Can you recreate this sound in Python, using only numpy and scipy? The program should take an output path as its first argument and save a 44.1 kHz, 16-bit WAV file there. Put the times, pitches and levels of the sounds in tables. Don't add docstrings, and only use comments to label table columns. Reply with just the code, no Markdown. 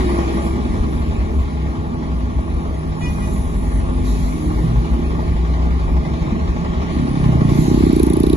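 import sys
import numpy as np
from scipy import signal
from scipy.fft import rfft, irfft, next_fast_len
from scipy.io import wavfile
from scipy.ndimage import uniform_filter1d, map_coordinates

SR = 44100
rng = np.random.default_rng(int(sys.argv[2]) if len(sys.argv) > 2 else 0)


def unload_audio(sound):
    columns = np.transpose(np.atleast_2d(sound))
    steps = np.round(np.clip(columns, -1, 1) * 32767)
    wavfile.write(sys.argv[1], SR, steps.astype(np.int16))


def amplitude_ratio(level_db):
    exponent = np.asarray(level_db, float) / 20
    return 10 ** exponent


N = 369028

# time in seconds, blast rate in Hz, effort in dB, high pipe note over low in dB.
BRAKE = [(6.9, 34.83, -27, -1), (7.0, 34.65, -26, 5.5), (7.2, 33.92, -23, -2), (7.26, 33.24, -14.5, -10),
         (7.53, 28.39, -11, -5.5), (7.68, 31.15, -16.5, -1), (7.83, 33.11, -13.5, 10),
         (7.885, 32.74, -14, 9), (7.925, 28.77, -13.5, 15), (8.04, 29.13, -13.5, 11), (8.12, 29.14, -16, 3),
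         (8.26, 31.01, -14, 8.5), (8.37, 31.63, -14, 14)]
# time in seconds, high note in Hz, low note in Hz.
PIPE_NOTES = [(6.9, 263, 151), (7.5, 265, 150), (7.7, 292, 156), (8.1, 308, 147), (8.37, 323, 166)]
# time in seconds, level in dB.
STUMBLES = [
    (7.33, -7),
    (7.39, -8),
    (7.49, -8),
    (7.555, -8),
    (7.625, -6),
    (7.655, -6),
]
# delay in seconds, level in dB.
ECHOES = [(.0065, -41), (.012, -23), (.019, -15.5), (.026, -25.5), (.04, -21.5)]
# time in seconds, peak in dB.
SNAPS = [(7.8325, -18), (7.8625, -21), (7.9278, -26), (7.9617, -23), (7.9967, -22), (8.0306, -18),
         (8.064, -24), (8.1004, -24.5), (8.1348, -19), (8.1688, -25.5), (8.2022, -21), (8.2341, -23.5),
         (8.2665, -23.5), (8.298, -23), (8.3299, -23)]
# time in seconds, peak in dB.
ROCKER_BLOWS = [(7.8894, -34), (7.9264, -38), (7.9608, -31.5), (7.9957, -31), (8.0301, -34), (8.0995, -31),
                (8.1394, -44), (8.1678, -45), (8.2342, -28), (8.2666, -29), (8.2975, -29), (8.33, -25)]
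# time in seconds, fourth, fifth and seventh order in dB.
BRAKE_ORDERS = [(6.9, -36, -38, -38), (7.0, -27.5, -41, -30), (7.2, -26, -34, -32),
                (7.27, -16.5, -33, -27.5), (7.4, -21, -29, -28.5), (7.48, -23, -26, -31),
                (7.56, -27, -20, -33), (7.66, -28, -27, -44), (7.749, -30, -36, -37),
                (7.97, -37.5, -29, -40.5), (8.37, -36, -30, -38)]
# frequency in Hz, density in dB per Hz.
TICK_SPECTRUM = [(2000, -30), (5000, -18), (8000, -12), (9300, -8), (10400, 2), (11500, -1), (12500, -25)]
COVER_SPECTRUM = [(2000, -28), (2500, -3), (3200, -9.5), (3800, -3.5), (4400, -4), (5000, -10),
                  (6500, -24.5)]
CRACK_SPECTRUM = [(1200, -35), (2200, -5.5), (5000, -6.5), (9000, -3), (12000, -2.5), (13000, -38)]
SIZZLE_SPECTRUM = [(5000, -40), (7500, -6), (8700, -5), (9800, -7.5), (12300, -14), (13000, -42)]

# time in seconds, firing rate in Hz.
IDLE = [(0, 21.54), (1.5, 21.76), (2.5, 22.44), (3.8, 22.82), (5.2, 23.19), (6.5, 23.47), (8.37, 24.32)]
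# multiple of the firing rate, early level in dB, late level in dB.
ENGINE_ORDERS = [(3, -28, -28.5), (7, -32, -31.5), (9, -40, -39.5), (10, -39, -31.5), (11, -33, -40.5),
                 (15, -37, -37.5)]
# time in seconds, lift in dB.
LOAD = [(0, -5), (.5, -10), (.9, 2), (1.3, -7.5), (1.6, 2.5), (2.1, 3.5), (2.3, -3.5), (2.9, 5), (3.6, 0.5),
        (4.4, 2), (5.2, 3), (5.7, 4), (6.2, 1.5), (6.6, 2), (7, -1.5), (8.37, -1)]
# time in seconds, pitch in Hz, road shake in dB.
BOOM = [(0, 65.27, -26), (1.4, 65.1, -26.5), (1.7, 65.4, -26.5), (1.85, 76.7, -38.5), (2.15, 57.9, -19.5),
        (2.45, 63.4, -31.5), (2.75, 65, -32), (3.2, 50.81, -23.5), (4.15, 53.32, -20), (4.85, 56.3, -21.5),
        (5.05, 65.6, -23), (5.25, 59.56, -15.5), (5.95, 60.5, -17.5), (6.3, 71.87, -35),
        (6.75, 61.85, -30.5), (7.15, 71.2, -24.5), (7.9, 61.22, -25), (8.37, 61, -18.5)]
# time in seconds, swell of the boom in dB.
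JOLTS = [(.81, 2), (1.1, -11), (1.42, 6.5), (2.24, 4), (2.38, 15), (4.131, 3.5), (4.35, -6), (4.8, 10),
         (4.942, 7), (5.22, -3), (6.43, 13), (6.54, 14), (6.8, 9.5), (7.66, -5), (7.86, 5), (8.09, 3)]
# start in seconds, end in seconds, pitch in Hz, level in dB.
NEARING = (4.33, 4.66, 308, -29)

# start in seconds, length in seconds, level in dB, tilt in dB per overtone.
TAPS = [
    (2.999, 0.094, -44.5, 0.6),
    (3.197, 0.075, -49, 0),
]
# multiple of the disc pitch, level in dB.
HORN_OVERTONES = [(2, 1), (3, -21), (4, 1), (5, 1.5), (6, -5), (7, -7), (8, -18), (9, -12), (10, -13),
                  (11, -12.5), (12, -12), (13, -17), (14, -19)]
HORN_HZ = (491, 414)

# time in seconds, peak in dB, note in Hz.
BUMPS = [
    (2.394, -28, 110),
    (4.527, -24, 121),
    (4.639, -9, 163),
    (4.7, -16, 127),
    (4.772, -9, 151),
    (6.212, -13.5, 163),
    (6.27, -11, 157),
    (6.319, -10.5, 220),
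    (6.356, -10, 172),
]
# start in seconds, end
# in seconds, pitch in Hz, level in dB.
DRONES = [(0.8, 1.25, 230, -34), (2.95, 3.7, 199, -33), (4.55, 4.92, 123, -25.5), (4.85, 5.15, 232, -28.5),
          (5.4, 5.9, 233, -30), (5.45, 5.75, 250, -36.5), (6.95, 7.8, 150, -34.5), (4.85, 5.1, 255, -27),
          (3.8, 4.55, 252, -30.5), (6.15, 6.95, 176, -29.5), (6.15, 6.3, 211, -35.5), (1.02, 1.65, 80, -31),
          (2.85, 3.5, 100, -30.5), (4.38, 4.58, 94, -26), (5.65, 6.05, 73, -28.5), (1.15, 1.5, 70, -23),
          (0.5, 0.71, 335, -36), (1.3, 1.67, 243, -31), (6.2, 6.55, 230, -36), (6.1, 6.5, 322, -31),
          (5.9, 6.6, 142, -33)]
# time in seconds, peak in dB, note in Hz.
KNOCKS = [
    (1.813, -29, 657),
    (2.389, -22, 675),
    (2.707, -22, 510),
]

# time in seconds, level in dB, t60 in seconds.
VENTS = [
    (4.03, -41, 2.5),
    (7.47, -41, 2.2),
    (7.58, -42, 2.5),
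]
# start in seconds, end in seconds.
LEAKS = [
    (-1, .36),
    (3.02, 3.5),
    (4.07, 4.3),
    (7.25, 7.5),
    (7.55, 9),
]
LEAK_DB = [-49, -47.5, -53, -56, -54]
# start in seconds, end in seconds, centre in Hz, width in Hz,
# beat in Hz.
BUZZ = [
    (2.3, 4.05, 10250, 500, 46),
    (3.0, 3.78, 10900, 1300, 46),
    (6.88, 7.3, 9500, 300, 100),
    (5.4, 6.95, 10300, 700, 50),
]
BUZZ_DB = [-60.5, -61.5, -44.5, -80]
# nearest time in seconds, level in dB, seconds from nearest to half power.
PASSES = [(0.051, 9, 0.34), (1.15, -1.5, 0.05), (2, -9, 0.094), (3.2, -5.5, 0.18), (4.25, -1.5, 0.37),
          (4.9, -1, 0.37), (5.6, -2, 0.21), (6.15, -3.5, 0.18), (6.9, 3, 0.44), (7.599, 3, 0.27),
          (8.05, 0, 0.28)]

# frequency in Hz, density in dB per Hz.
JET_SPECTRUM = [(2000, -33), (3000, -12), (4000, -0.5), (5500, -4), (7500, -2), (9500, -16), (11500, -3.5),
                (12000, -42)]
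RUMBLE_SPECTRUM = [(15, -45), (25, 3.5), (45, 13.5), (62, 12), (90, 10.5), (115, -1), (140, -57)]
BODY_SPECTRUM = [(80, -5.5), (110, -3.5), (160, 0), (240, -3), (350, -9.5), (420, -7), (480, -15),
                 (560, -67)]
ROAR_SPECTRUM = [(150, -28.5), (220, 1), (300, -1), (400, -1), (470, -12), (560, -52.5)]
CLATTER_SPECTRUM = [(350, -19), (480, -0.5), (580, 0), (650, 5), (730, -3), (840, 4), (930, -3), (1050, -1),
                    (1110, 1.5), (1180, -2), (1300, -6), (1700, -9), (2200, -64)]
HISS_SPECTRUM = [(1200, -3.5), (1700, 1.5), (2520, 1.5), (2720, -2.5), (3700, -4), (5000, -9),
                 (6500, -13.5), (7500, -14.5), (8500, -31.5)]
TOP_SPECTRUM = [(4500, -25), (6000, -6), (7500, -4), (8500, -2), (10000, 0), (11200, -4), (11600, -12),
                (11900, -40)]

# frequency in Hz, likeness from 0 to 1.
ALIKE = [(60, .95), (350, .83), (550, .3), (750, .6), (1200, .75), (1420, .99), (1650, .968), (1900, .55),
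         (2600, .55), (3100, .2), (3800, .5), (6000, .15), (7300, .4), (7800, .995)]
# frequency in Hz, left lead in radians.
LEAD = [(300, -.5), (550, -2), (1100, -1.8), (1430, -3.14), (1700, -3.14), (1900, -6.4), (2250, -6.9),
        (2650, -9.4), (3800, -12.9), (6800, -19.1), (7700, -21.99), (9350, -21.99), (10400, -25.13),
        (11700, -25.3)]
# frequency in Hz, half of left minus right in dB.
CABIN_PAN = [(70, 0.5), (110, 0.5), (170, -2), (300, 0.3), (500, -0.4), (1000, 0.56), (3000, 1)]
# start in seconds, end in seconds, lower edge in Hz.
GAPS = [
    (3.76, 4.04, 11000),
    (5.3, 6.8, 11600),
    (6.95, 7.2, 9850),
]
# frequency in Hz, band level over its step in dB.
STEPS = [(200, 26), (850, 15), (1200, 9), (1500, 4), (2200, 5), (2700, -.5), (3200, 2), (4000, .5),
         (4700, -1), (5400, -2), (6200, -.5), (7000, 1), (7600, 0), (8000, -4), (9300, -4), (10000, 3),
         (11300, 2), (11700, -1), (11950, -20)]

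PULSE_S = np.arange(-400, 900) / SR


def along(points, hz):
    f, v = np.transpose(points)
    return np.interp(np.log(hz + 1), np.log(f + 1), v)


def unit(x):
    return x / np.sqrt(np.mean(x ** 2) + 1e-20)


def curves(rows):
    s, *cols = np.transpose(rows)
    return [np.interp(np.arange(N) / SR, s, c) for c in cols]


def gate(start_s, end_s, fade_s):
    t = np.arange(N) / SR
    return np.clip(np.minimum(t - start_s, end_s - t) / fade_s, 0, 1)


def wobble(rate_hz):
    knots = rng.standard_normal(int(N * rate_hz / SR) + 4)
    return map_coordinates(knots, [np.arange(N) * rate_hz / SR])


def filtered(x, response):
    m = next_fast_len(N + 8192)
    return irfft(rfft(x, m) * response(np.fft.rfftfreq(m, 1 / SR)), m)[..., :N]


def white():
    return rng.standard_normal((2, N))


def ports(pair, spectrum):
    m = next_fast_len(N + 8192)
    hz = np.fft.rfftfreq(m, 1 / SR)
    turn = np.arccos(np.clip(along(ALIKE, hz), 0, 1)) / 2
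    lead = np.exp(.5j * along(LEAD, hz))
    mid, side = rfft(pair, m) * amplitude_ratio(along(spectrum, hz)) * [np.cos(turn), np.sin(turn)]
    return unit(irfft([(mid + side) * lead, (mid - side) / lead], m)[:, :N])


def noise(patchy_db):
    z = signal.stft(white(), nperseg=512)[2]
    field = rng.standard_normal((3,) + z.shape[1:])
    field = uniform_filter1d(uniform_filter1d(field, 4, 1), 12, 2)
    gain_db = patchy_db * unit(field[:2] + 0.8 * field[2])
    return signal.istft(z * amplitude_ratio(gain_db), nperseg=512)[1][:, :N]


def tone(hz, db, lag_s):
    turns = np.cumsum(hz) / SR
    return np.sqrt(2) * amplitude_ratio(db) * np.sin(2 * np.pi * np.array([turns - hz * lag_s, turns]))


def burst(cycles, swell, fall):
    envelope = np.exp(-(cycles / np.where(cycles < 0, swell, fall)) ** 2)
    return -envelope * np.cos(2 * np.pi * cycles)


def brake():
    rate, effort_db, bright_db = curves(BRAKE)
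    high_db = effort_db + np.minimum(bright_db, 0)
    low_db = effort_db - np.maximum(bright_db, 0)
    on = gate(6.9, 9, 0.072)
    turns = np.cumsum(rate) / SR
    turns -= turns[round(8.0372 * SR)]
    turns -= .15 * gate(-1, 7.68, .08)
    at = np.flatnonzero((np.diff(np.floor(turns)) > 0) & (on[1:] > 0))
    blasts = exhaust_blasts(at, high_db, low_db)
    rasp = amplitude_ratio(high_db - 27.5) * gate(7.62, 8.0, 0.089) * ports(noise(patchy_db=0.0), COVER_SPECTRUM)
    ticks = amplitude_ratio(high_db - 36) * gate(7.8, 9, 0.21) * valve_ticks(at)
    second = tone(2 * rate, high_db - 14.5 + 3 * wobble(8.5), 0.00059)
    return on * (blasts + rasp + ticks + second + brake_hum(turns, rate) + rocker_rings(at))


def train(at, pulses):
    out = np.zeros((2, N + 900))
    for i, pulse in zip(at, pulses):
        out[:, i - 400:i + 900] += pulse
    return out[:, :N]


def stack_time():
    return PULSE_S - np.array([[.00055], [0]])


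def exhaust_blasts(at, high_db, low_db):
    high_hz, low_hz = curves(PIPE_NOTES)
    late, pan_db = stack_time(), np.array([[-1.2], [1.2]])
    pulses = []
    for i in at:
        size, tune = rng.standard_normal(2)
        weak_db = sum(db for s, db in STUMBLES if abs(s - i / SR) < .014)
        sharp = amplitude_ratio(high_db[i] + 12.0) * burst(high_hz[i] * (1 + 0.036 * tune) * late, 0.91, 0.95)
        deep = amplitude_ratio(low_db[i] + 5.5) * burst(low_hz[i] * (late - .0055), 0.45, 0.66)
        pulses.append(amplitude_ratio(weak_db + 0.43 * size + pan_db) * (sharp + deep))
    blasts = train(at, pulses)
    echo = sum(amplitude_ratio(db) * np.pad(blasts, ((0, 0), (round(s * SR), 0)))[:, :N] for s, db in ECHOES)
    return blasts + echo


def valve_ticks(at):
    since = PULSE_S + .0055
    snap = np.exp(-np.abs(since) / np.where(since > 0, .0022, .0009))
    cover = np.exp(-np.abs(since) / np.where(since > 0, .005, .002))
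    snaps, covers = [], []
    for i in at:
        near_db = [db + 22 for s, db in SNAPS if abs(s + .006 - i / SR) < .013]
        heard_db = near_db[0] if near_db else -6
        snaps.append(amplitude_ratio(heard_db + 0.8 * rng.standard_normal()) * snap)
        covers.append(amplitude_ratio(0.6 * rng.standard_normal()) * cover)
    hits, rattle = train(at, snaps), train(at, covers)
    open_db = 5.5 * gate(8.2, 9, .04)
    out = amplitude_ratio(-4 * gate(8.21, 9, .02)) * ports(white() * hits, TICK_SPECTRUM)
    out += amplitude_ratio(-4.0 + open_db) * ports(white() * rattle, COVER_SPECTRUM)
    out += amplitude_ratio(-11.5) * gate(6.6, 9, 0.18) * ports(white() * hits, CRACK_SPECTRUM)
    sizzle = filtered(white() * hits, lambda hz: amplitude_ratio(along(SIZZLE_SPECTRUM, hz)))
    return out + amplitude_ratio(-13.5) * unit(sizzle)


def rocker_rings(at):
    late, pulses = stack_time(), []
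    for i in at:
        struck = sum(amplitude_ratio(db) for s, db in ROCKER_BLOWS if abs(s + .004 - i / SR) < .013)
        main_hz = 3820 * (1 + 0.013 * rng.standard_normal())
        ring = burst(main_hz * (late + .004), 4.0, 9)
        ring = ring + 0.55 * burst(2520 * (late + .003), 3.9, 7)
        ring = ring + 0.45 * burst(4550 * (late + .004), 4.5, 8)
        pulses.append(struck * ring)
    return amplitude_ratio(-2) * train(at, pulses)


def brake_hum(turns, rate):
    locked, out = np.array([turns - rate * .0008, turns]), 0
    for k, phase, db in zip((4, 5, 7), (0, -.8, -1.6), curves(BRAKE_ORDERS)):
        level = np.sqrt(2) * amplitude_ratio(db + 1.2 * wobble(8))
        out = out + level * np.sin(2 * np.pi * k * locked + phase)
    return out


def engine():
    t, out = np.arange(N) / SR, 0
    load_db, rate = curves(LOAD)[0], curves(IDLE)[0]
    late = np.clip((t - 3.9) / 0.57, 0, 1)
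    for k, early_db, late_db in ENGINE_ORDERS:
        db = early_db + late * (late_db - early_db) + (k == 7) * load_db
        out = out + tone(k * rate * (1 + 0.0021 * wobble(8)), db + 1.1 * wobble(3.01), 0.00065)
    return out


def boom():
    t = np.arange(N) / SR
    jolt_s, lull_after_s, lull_s, lull_db = 0.042, 0.068, 0.029, -12
    boom_hz, shake_db = curves(BOOM)
    jolt_db = 0
    for s, db in JOLTS:
        jolt_db = jolt_db + db * np.exp(-((t - s) / jolt_s) ** 2)
        jolt_db = jolt_db + lull_db * np.exp(-((t - s - lull_after_s) / lull_s) ** 2)
    return tone(boom_hz + 1.536 * wobble(12), shake_db + jolt_db + 0.54 * wobble(14), 0.00073)


def horn():
    t, out = np.arange(N) / SR, 0
    high_hz, low_hz = HORN_HZ
    lag_s = .00046
    for s, length, db, tilt_db in TAPS:
        bend = 1 - 0.0196 * np.exp(-np.abs(t - s) / 0.02) + 0.0016 * wobble(20)
        stack = 0
        for k, level in HORN_OVERTONES:
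            ragged_db = level + tilt_db * max(k - 5, 0) + 3 * wobble(30.36)
            speaks = gate(s + 0.0012 * k, s + length - 0.0017 * k, .012)
            stack = stack + speaks * tone(k * high_hz * bend, ragged_db, lag_s)
            stack = stack + tone(k * low_hz * bend, level - 13 - 1.3 * k, lag_s)
        out = out + amplitude_ratio(db) * gate(s, s + length, 0.011) * stack
    street = rng.standard_normal((2, SR // 4)) * amplitude_ratio(-60 * t[:SR // 4] / 0.6)
    return out + amplitude_ratio(-30.5) * signal.fftconvolve(out, street, axes=1)[:, :N]


def bumps():
    t = np.arange(N) / SR
    thuds = sum(amplitude_ratio(db - 3.5) * burst(hz * (t - s - .008), 1.0, 2.2) for s, db, hz in BUMPS)
    return np.array([thuds, thuds])


def drones():
    t, out = np.arange(N) / SR, 0
    for start, end, hz, db in DRONES:
        swell = np.sin(np.pi / 2 * gate(start, end, 0.15))
        out = out + swell * tone(hz + 1.21 * wobble(5), db + 1.9 * wobble(6), .0006)
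    return out + sum(amplitude_ratio(db - 1.0) * burst(hz * (t - s - .003), 0.66, 1.0) for s, db, hz in KNOCKS)


def tyre_whine():
    t = np.arange(N) / SR
    receding_hz = 333 + 47.2 * np.exp(-t / 0.0917)
    receding = gate(-1, 0.61, 0.075) * tone(receding_hz, -22.5 - 15 * t, 0.00037)
    start, end, hz, db = NEARING
    return receding + gate(start, end, 0.021) * tone(hz + 0.93 * wobble(9), db, 0.00033)


def vents():
    t = np.arange(N) / SR
    flow = sum(amplitude_ratio(db - 60 * np.abs(t - s) / t60) * gate(s, s + 2, 0.03) for s, db, t60 in VENTS)
    return flow * ports(noise(patchy_db=3.5), JET_SPECTRUM)


def leaks():
    t, out = np.arange(N) / SR, 0
    rise_db_per_s, fall_db_per_s = 200, 15.5
    for (start, end), db in zip(LEAKS, LEAK_DB):
        before_s, after_s = np.maximum(start - t, 0), np.maximum(t - end, 0)
        out = out + amplitude_ratio(db - rise_db_per_s * before_s - fall_db_per_s * after_s)
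    return out


def insects():
    t, out = np.arange(N) / SR, 0
    for (start, end, hz, width, beat), db in zip(BUZZ, BUZZ_DB):
        chop = (1 + .9 * np.sin(2 * np.pi * beat * t + 2 * wobble(6))) * amplitude_ratio(2.6 * wobble(13))
        band = [(hz - 2 * width, -50), (hz - width / 2, 0), (hz + width / 2, 0), (hz + 2 * width, -50)]
        out = out + amplitude_ratio(db) * gate(start, end, 0.14) * ports(white() * chop, band)
    return out


def traffic(floor_db, lift_db):
    t = np.arange(N) / SR
    near = sum(amplitude_ratio(2 * (db + lift_db)) / (1 + ((t - s) / reach) ** 2) for s, db, reach in PASSES)
    return floor_db + 10 * np.log10(1 + near)


def road():
    shake_db = curves(BOOM)[1]
    rumble_db = -24.5 + 0.25 * (shake_db - shake_db.mean())
    turns = np.cumsum(curves(IDLE)[0]) / SR
    knock = np.exp(-2.5 * (turns % 1)) * amplitude_ratio(9.0 * (turns % 2 < 1)) * amplitude_ratio(2.0 * wobble(6.4))
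    heavy = np.exp(-4 * (turns / 2 % 1)) * gate(4.6, 7.5, 2.7)
    slowing_db = -5 * gate(7.7, 12, 0.99)
    body_db = traffic(-28.5, lift_db=-4.5) + slowing_db + 0.45 * wobble(8.4)
    roar_db = traffic(-40, lift_db=5.5) + slowing_db + wobble(6.6)
    clatter_db = traffic(-35, lift_db=-1.5) + 0.8 * wobble(11)
    hiss_db = traffic(-45, lift_db=2) + 0.41 * wobble(9)
    leaves = amplitude_ratio(-59)
    out = amplitude_ratio(rumble_db + slowing_db + 2.8 * wobble(10)) * ports(noise(patchy_db=2.0), RUMBLE_SPECTRUM)
    out += amplitude_ratio(body_db) * ports(noise(patchy_db=1.5), BODY_SPECTRUM)
    out += amplitude_ratio(roar_db) * ports(noise(patchy_db=3.0), ROAR_SPECTRUM)
    out += amplitude_ratio(clatter_db) * ports(noise(patchy_db=1.0) * (1 + 0.3 * knock), CLATTER_SPECTRUM)
    out += amplitude_ratio(hiss_db) * ports(noise(patchy_db=2.0) * (1 + 0.16 * knock + .5 * heavy), HISS_SPECTRUM)
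    return out + (leaks() * amplitude_ratio(1.2 * wobble(8.5)) + leaves) * ports(noise(patchy_db=4.0), TOP_SPECTRUM)


def scene():
    cabin = road() + engine() + boom() + tyre_whine() + bumps() + drones()
    sides = np.array([[1], [-1]])
    cabin = filtered(cabin, lambda hz: amplitude_ratio(along(CABIN_PAN, hz) * sides))
    return cabin + brake() + horn() + insects() + vents()


def coarse(x):
    frame, grid, bands, step_wander_db = 1024, 230, 36, 5.5
    rise = np.cumsum(np.kaiser(frame + 1, 4 * np.pi))
    rise = np.sqrt(rise[:-1] / rise[-1])
    window = np.r_[rise, rise[::-1]][:, None]
    k, n = np.arange(bands * 16) + .5, np.arange(2 * frame) + .5 + frame / 2
    basis = np.sqrt(2 / frame) * window * np.cos(np.pi / frame * np.outer(n, k))
    lead, count = 2 * frame - grid, N // frame + 4
    pair = np.pad([x[0] + x[1], x[0] - x[1]], ((0, 0), (lead, count * frame - N - lead)))
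    pair = pair.reshape(2, count, frame)
    c = np.concatenate([pair[:, :-1], pair[:, 1:]], axis=2) @ basis
    c = c.reshape(2, count - 1, bands, 16)
    wander = unit(uniform_filter1d(rng.standard_normal((count - 1, bands, 1)), size=3, axis=0))
    power = uniform_filter1d(np.mean(c ** 2, axis=(0, 3)), size=3, axis=1)
    level = np.sqrt(power + 4e-6)[..., None]
    over_db = along(STEPS, k * SR / 2 / frame).reshape(bands, 16)
    step = level * amplitude_ratio(step_wander_db * wander - over_db)
    rounded = np.sign(c) * np.floor(np.abs(c) / step + .4) * step
    frames = rounded.reshape(2, count - 1, -1) @ basis.T
    out = np.pad(frames[..., :frame], ((0, 0), (0, 1), (0, 0)))
    out = out + np.pad(frames[..., frame:], ((0, 0), (1, 0), (0, 0)))
    mid, side = out.reshape(2, -1)[:, lead:lead + N]
    return np.array([mid + side, mid - side]) / 2


def roll_off(x):
    return signal.sosfilt(signal.butter(12, 12380, fs=SR, output="sos"), x)


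def record(dry):
    soft = dry / (1 + np.abs(dry / .97) ** 8) ** (1 / 8)
    lost = sum(gate(a, b, .03) * filtered(soft, lambda hz: hz > edge) for a, b, edge in GAPS)
    mix = coarse(soft - lost)
    return roll_off(mix)


dry = scene()
out = record(dry)
unload_audio(out)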